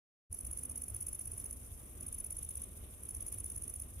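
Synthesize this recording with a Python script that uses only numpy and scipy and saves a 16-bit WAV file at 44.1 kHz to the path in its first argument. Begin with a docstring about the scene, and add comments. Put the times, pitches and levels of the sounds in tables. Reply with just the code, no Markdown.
"""A cricket chirps close by on a gravel path in three trains, about 16 chirps a second.
It stridulates: each chirp is two wing strokes, each a short run of tooth clicks that excite the
wing's resonances near 10 kHz. Its legs scratch faintly in the grit. More crickets chirp farther off,
over the rumble and faint hum of distant traffic and a thin hiss."""
import sys
import numpy as np
from scipy import signal
from scipy.fft import rfft, irfft
from scipy.io import wavfile
from scipy.ndimage import uniform_filter1d, map_coordinates

SR = 44100
rng = np.random.default_rng(int(sys.argv[2]) if len(sys.argv) > 2 else 0)


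def generate_wav(signal):
    """Clip the signal to [-1, 1] and save it as 16-bit WAV at the path in sys.argv[1]."""
    frames = np.transpose(np.atleast_2d(signal))
    scaled = np.clip(frames, -1, 1) * 32767
    pcm = np.round(scaled).astype(np.int16)
    wavfile.write(sys.argv[1], SR, pcm)


N = 176400
T = np.arange(N) / SR
HZ = np.fft.rfftfreq(N, 1 / SR)
TOOTH_JITTER = .08  # relative scatter of the tooth spacing


def near_cricket():
    """Stridulation in stroke pairs, placed by interaural time and level differences."""
    # chirps: first stroke t/s, its relative level/dB, delay to return stroke t/s, its relative level/dB
    chirps = [(0.3294, -36.8, 0.0174, -37.5), (0.3902, -39.5, 0.0203, -39.4),
              (0.4519, -39.9, 0.0193, -37.9), (0.5141, -38.7, 0.019, -36.6), (0.5746, -37.2, 0.0168, -38.3),
              (0.6356, -36.7, 0.0195, -36.8), (0.6984, -37.9, 0.0183, -39.1), (0.7606, -37.0, 0.018, -36.9),
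              (0.8214, -37.7, 0.0186, -36.8), (0.8853, -38.7, 0.0172, -41.4), (0.948, -36.9, 0.0178, -36.8),
              (1.01, -35.8, 0.0178, -35.7), (1.0696, -35.8, 0.0191, -36.2), (1.1321, -36.5, 0.0195, -37.5),
              (1.195, -37.8, 0.0197, -37.7), (1.2581, -40.0, 0.019, -38.5), (1.319, -38.2, 0.0187, -41.3),
              (1.3814, -38.2, 0.0193, -38.5), (1.4438, -38.7, 0.0177, -38.6),
              (1.5115, -38.3, 0.0194, -39.8), (2.0099, -41.0, 0.0201, -41.3),
              (2.0682, -38.6, 0.0179, -38.6), (2.1287, -38.0, 0.0188, -37.2),
              (2.1867, -38.1, 0.0191, -35.6), (2.247, -36.7, 0.0191, -40.1), (2.3079, -36.9, 0.0191, -37.4),
              (2.3699, -37.9, 0.019, -38.1), (2.4311, -37.7, 0.0192, -39.3), (2.4926, -37.6, 0.0186, -39.0),
              (2.5564, -37.7, 0.019, -37.6), (2.6203, -38.1, 0.019, -38.3), (3.0352, -42.3, 0.0215, -42.7),
              (3.0921, -37.8, 0.0178, -39.0), (3.15, -37.9, 0.0185, -39.2), (3.2084, -38.1, 0.0178, -37.8),
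              (3.2668, -38.0, 0.0177, -37.0), (3.3265, -36.6, 0.0167, -38.3),
              (3.3861, -38.8, 0.0187, -38.0), (3.4449, -37.9, 0.0177, -37.5),
              (3.5028, -37.8, 0.0182, -39.9), (3.5629, -37.9, 0.0172, -37.5),
              (3.6224, -38.5, 0.0177, -37.4), (3.6814, -38.4, 0.0184, -38.6),
              (3.7408, -38.6, 0.0208, -39.5), (3.8012, -39.1, 0.0199, -39.1)]
    # first and return stroke: swell half-width t/s, nominal tooth rate f/Hz, gain/dB
    strokes = [(.0020, 540, .5), (.0031, 575, .5)]
    # interaural difference: t/s, left minus right level/dB
    pan = [(0.32, -2), (0.39, -1.5), (1.43, -1), (1.59, -1), (2.82, 0.5), (3.83, -2.5)]
    left_lag_s = .00031
    ears = np.zeros((2, N))
    for start, first_db, gap, return_db in chirps:
        pair = zip((start, start + gap), (first_db, return_db), strokes)
        for centre, db, (width_s, tooth_hz, gain_db) in pair:
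            for ear, lag, sound in zip(ears, (left_lag_s, 0), wing_stroke(width_s, tooth_hz)):
                add(ear, centre + lag - len(sound) / SR / 2, amp(db + gain_db) * sound)
    ears *= amp(level_curve(pan) * np.array([[.5], [-.5]]))
    surroundings = amp(-17) * reverberate(ears[1], t60=.45)
    return amp(-3.5) * (ears + surroundings)


def wing_stroke(width_s, tooth_hz, size=1764, count=25):
    """Impulse excitation: tooth clicks ring the wing's modes, just after friction noise sets in."""
    # resonances of the wing: f/Hz, relative level/dB
    wing_modes = [(3000, -55), (4500, -52), (5400, -40), (5900, -28), (6300, -23), (6700, -36),
                  (7030, -28.5), (7500, -40), (8600, -31), (9200, -20), (9540, -7), (9740, -15), (9980, -2),
                  (10250, 1.5), (10480, -7), (10700, -16), (10900, -6), (11120, -16), (11600, -25),
                  (13000, -37), (15500, -36)]
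    # friction spectrum of the scraping: f/Hz, relative level/dB
    friction = [(1500, -18.5), (2500, -9.5), (4300, -33.5), (5300, -16), (6200, -5.5), (7000, -12.5),
                (7700, -8), (9200, -6.5), (10700, 6), (12300, 0), (13200, -7), (14200, -1), (15500, -5)]
    click_lead_s, scrape_lead_s, pitch_slide = .0009, .002, .016
    middle = size // 2
    t = (np.arange(size) - middle) / SR
    steps = np.cumsum(1 + TOOTH_JITTER * rng.standard_normal(count))
    steps = steps - steps[count // 2] + rng.uniform(-.5, .74)
    tooth_s = steps / (tooth_hz * np.exp(.06 * rng.standard_normal()))
    swell = np.exp(-abs(tooth_s / width_s) ** 1.7 / 2)
    samples = np.round((tooth_s - click_lead_s) * SR).astype(int) + middle
    clicks = np.zeros(size)
    clicks[np.clip(samples, 0, size - 1)] = swell * amp(1.8 * rng.standard_normal(count))
    gravel_echo = amp(-13) * reverberate(clicks, t60=.012)[:, :size]
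    ringing = excite(clicks + gravel_echo, wing_modes)
    # the pitch differs a little between strokes and slides down through each
    pitch_ratio = 1 + .003 * rng.standard_normal() - pitch_slide * np.tanh(t / width_s / 2)
    place = np.cumsum(pitch_ratio)
    ringing = np.array([map_coordinates(ear, [place - place[middle] + middle], order=5) for ear in ringing])
    scrape_swell = np.exp(-((t + scrape_lead_s) / (1.8 * width_s)) ** 2 / 2)
    scrape = colour(rng.standard_normal((2, size)) * scrape_swell, friction)
    return (ringing + amp(-11.5 + 2 * rng.standard_normal()) * scrape) / 2


def leg_scratching():
    """Friction noise: the legs rub through the grit in small uneven clumps."""
    # spectrum of the grit: f/Hz, relative level/dB
    spectrum = [(1000, -14), (2300, 0.5), (3000, 3.5), (3700, 6.5), (4300, -8), (8000, -47)]
    # strength of the scratching: t/s, level/dB
    levels = [(.3, -84), (1.7, -81), (2.05, -75.5), (2.2, -77), (2.45, -76.5), (2.6, -68.5), (2.7, -75.5),
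              (3.0, -77), (3.15, -78), (4, -76)]
    clumps = rng.standard_normal((2, N)) * amp(4 * wander(60))
    return colour(clumps, spectrum) * amp(level_curve(levels))


def far_crickets(gap_s=.019, width_s=.003, tooth_hz=560):
    """Stridulation at a distance: tooth clicks drive a gliding resonance, smeared by reverberation."""
    # per cricket: one chirp's t/s, chirp rate f/Hz, pitch f/Hz, sweep/(Hz/s), bandwidth/Hz, level/dB
    crickets = [(0.023, 17.09, 9310, -90000, 2000, -63.5), (0.027, 22, 11240, -50000, 1000, -63.5),
                (0.024, 33, 10300, -30000, 1800, -76.5)]
    # band they sing in: f/Hz, relative level/dB
    band = [(7000, -18), (8800, 0), (11500, 0), (13000, -14)]
    ears = np.zeros((2, N))
    for first_s, rate, hz, sweep, width_hz, db in crickets:
        from_chirp = (T - first_s + .001 * wander(rate) + gap_s) % (1 / rate) - gap_s
        from_stroke = np.where(from_chirp > gap_s / 2, from_chirp - gap_s, from_chirp)
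        teeth_passed = np.cumsum(tooth_hz * (1 + TOOTH_JITTER * wander(tooth_hz))) / SR
        clicks = np.diff(np.floor(teeth_passed), prepend=0)
        rasp = clicks * np.exp(-(from_stroke / width_s) ** 2 / 2)
        song = colour(resonate(rasp, hz + sweep * from_stroke, width_hz), band)
        ears += amp(db) * unit(song + amp(-2) * reverberate(song, t60=.06))
    return ears


def insect_chorus():
    """Incoherent summation: the farthest insects blend into a throbbing, grainy hiss."""
    # spectral density of the chorus: f/Hz, relative level/dB
    spectrum = [(3000, -55), (4500, -28), (6000, -15), (7800, -18), (8600, -12.5), (9500, -2), (10200, 1),
                (11300, -8), (12000, -8), (12800, -12.5), (13600, -11.5), (15500, -19.5)]
    grains = rng.standard_normal((2, N)) * amp(2 * wander(1200))
    throb = amp(2.5 * wander(56))
    return amp(-56) * unit(colour(grains, spectrum) * throb)


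def traffic_rumble():
    """Long waves from distant traffic reach both ears almost coherently, at an uneven level."""
    # spectral density of the rumble: f/Hz, relative level/dB
    spectrum = [(12, -25), (25, -14), (36, -3), (48, -6), (68, 2), (85, -3), (102, -4.5), (130, -20),
                (220, -36), (600, -60)]
    # swells and dips: t/s, relative level/dB
    levels = [(0.32, -43.5), (0.39, -60), (0.48, -47), (0.65, -56.5), (0.81, -53), (0.88, -61), (0.91, -49),
              (1.23, -58), (1.26, -52), (1.45, -54), (1.81, -52.5), (1.88, -60), (1.93, -53.5), (2.97, -53),
              (3.1, -61), (3.13, -51), (3.95, -53), (4.0, -45.5)]
    noise = colour(correlate(*rng.standard_normal((2, N)), coherence=.96), spectrum)
    running_rms = np.sqrt(uniform_filter1d((noise ** 2).mean(0), size=SR // 4))
    return noise / running_rms * amp(1.5 + level_curve(levels))


def road_noise():
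    """Broadband noise of traffic and air, whose interaural coherence falls towards the treble."""
    # spectral density of traffic and air: f/Hz, relative level/dB
    spectrum = [(30, -14.5), (130, 2.5), (250, -1.5), (400, -5), (650, -10), (900, -17.5), (1150, -14),
                (1650, -22), (2500, -20), (3600, -26), (4300, -38), (5500, -61.5), (16000, -36)]
    # likeness of the two ears: f/Hz, coherence
    coherence = [(60, 0.82), (130, 0.93), (290, 0.81), (640, 0.38), (1400, 0.047), (16000, 0.023)]
    white = rfft(rng.standard_normal((2, N)))
    noise = irfft(correlate(*white, read_spectrum(coherence, HZ)), N)
    return colour(noise, spectrum) * amp(-60 + wander(13))


def engine_hum(hz=249.4, waver_hz=1.95):
    """Frequency and amplitude modulation: a distant engine's tone wavers, comes and goes."""
    # strength of the hum: t/s, relative level/dB
    levels = [(.3, -70), (.55, -78), (.65, -63.5), (.85, -65), (1.0, -80.5), (1.35, -86), (1.55, -66.5),
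              (1.8, -80.5), (2.05, -64), (2.3, -88.5), (4, -71.5)]
    phase = 2 * np.pi * np.cumsum(hz + waver_hz * wander(9)) / SR
    return unit(np.sin(phase)) * amp(level_curve(levels))


def excite(x, spectrum, size=2048):
    """Minimum-phase response: each click starts suddenly and decays with this spectrum; rms 1."""
    log_gain = np.log(amp(read_spectrum(spectrum, abs(np.fft.fftfreq(size, 1 / SR)))))
    response = np.fft.ifft(np.exp(np.conj(signal.hilbert(log_gain)))).real
    return unit(signal.fftconvolve(x, response[None], axes=1)[:, :x.shape[1]])


def resonate(x, hz, width_hz):
    """Double-pole resonance whose centre follows the curve hz."""
    carrier = np.exp(2j * np.pi * np.cumsum(hz) / SR)
    r = np.exp(-np.pi * width_hz / SR)
    return (carrier * signal.lfilter([(1 - r) ** 2], [1, -2 * r, r * r], x / carrier)).real


def reverberate(x, t60):
    """Diffuse reflections, different at each ear, decay by 60 dB in t60 seconds."""
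    t = np.arange(0, t60, 1 / SR)
    tail = rng.standard_normal((2, SR))[:, :len(t)] * amp(-60 * t / t60)
    tail /= np.linalg.norm(tail, axis=1)[:, None]
    return signal.fftconvolve(x[None], tail, axes=1)[:, :N]


def colour(x, spectrum):
    """Zero-phase filtering with the given spectrum; rms 1."""
    size = x.shape[-1]
    gain = amp(read_spectrum(spectrum, np.fft.rfftfreq(size, 1 / SR)))
    return unit(irfft(rfft(x) * gain, size))


def correlate(a, b, coherence):
    """Partial coherence: two independent noises mix into a left and right pair."""
    return np.array([a, coherence * a + np.sqrt(1 - coherence ** 2) * b])


def wander(hz):
    """Random fluctuation: noise low-passed at about hz; rms 1."""
    return unit(irfft(rfft(rng.standard_normal(N)) / (1 + (HZ / hz) ** 2) ** 2, N))


def read_spectrum(points, hz):
    """Interpolation on a logarithmic frequency axis."""
    f, value = np.transpose(points)
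    return np.interp(np.log(hz + 1), np.log(f + 1), value)


def level_curve(points):
    """Linear interpolation of a level over time."""
    return np.interp(T, *np.transpose(points))


def add(mix, start_s, sound):
    """Superposition of a sound from start_s on."""
    part = mix[max(round(start_s * SR), 0):][:len(sound)]
    part += sound[:len(part)]


def amp(db):
    """Decibels to amplitude ratio."""
    return 10 ** (np.asarray(db) / 20)


def unit(x):
    """Normalisation to rms 1."""
    return x / np.sqrt(np.mean(x ** 2) + 1e-20)


def scene():
    """Superposition of all sources; road noise and hum are 1 dB weaker on the left."""
    insects = near_cricket() + far_crickets() + insect_chorus()
    traffic = traffic_rumble() + (road_noise() + engine_hum()) * amp([[-1], [0]])
    return insects + traffic + leg_scratching()


def record(dry):
    """Gating and band limiting: a quick fade-in after a moment of silence, then a low-pass filter."""
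    start_s, fade_s, cutoff_hz = .2975, .033, 15620
    fade_in = np.clip((T - start_s) / fade_s, 0, 1)
    low_pass = signal.firwin(511, cutoff_hz, window=("kaiser", 9), fs=SR)
    return signal.oaconvolve(dry * fade_in, low_pass[None], "same")


dry = scene()
out = record(dry)
generate_wav(out)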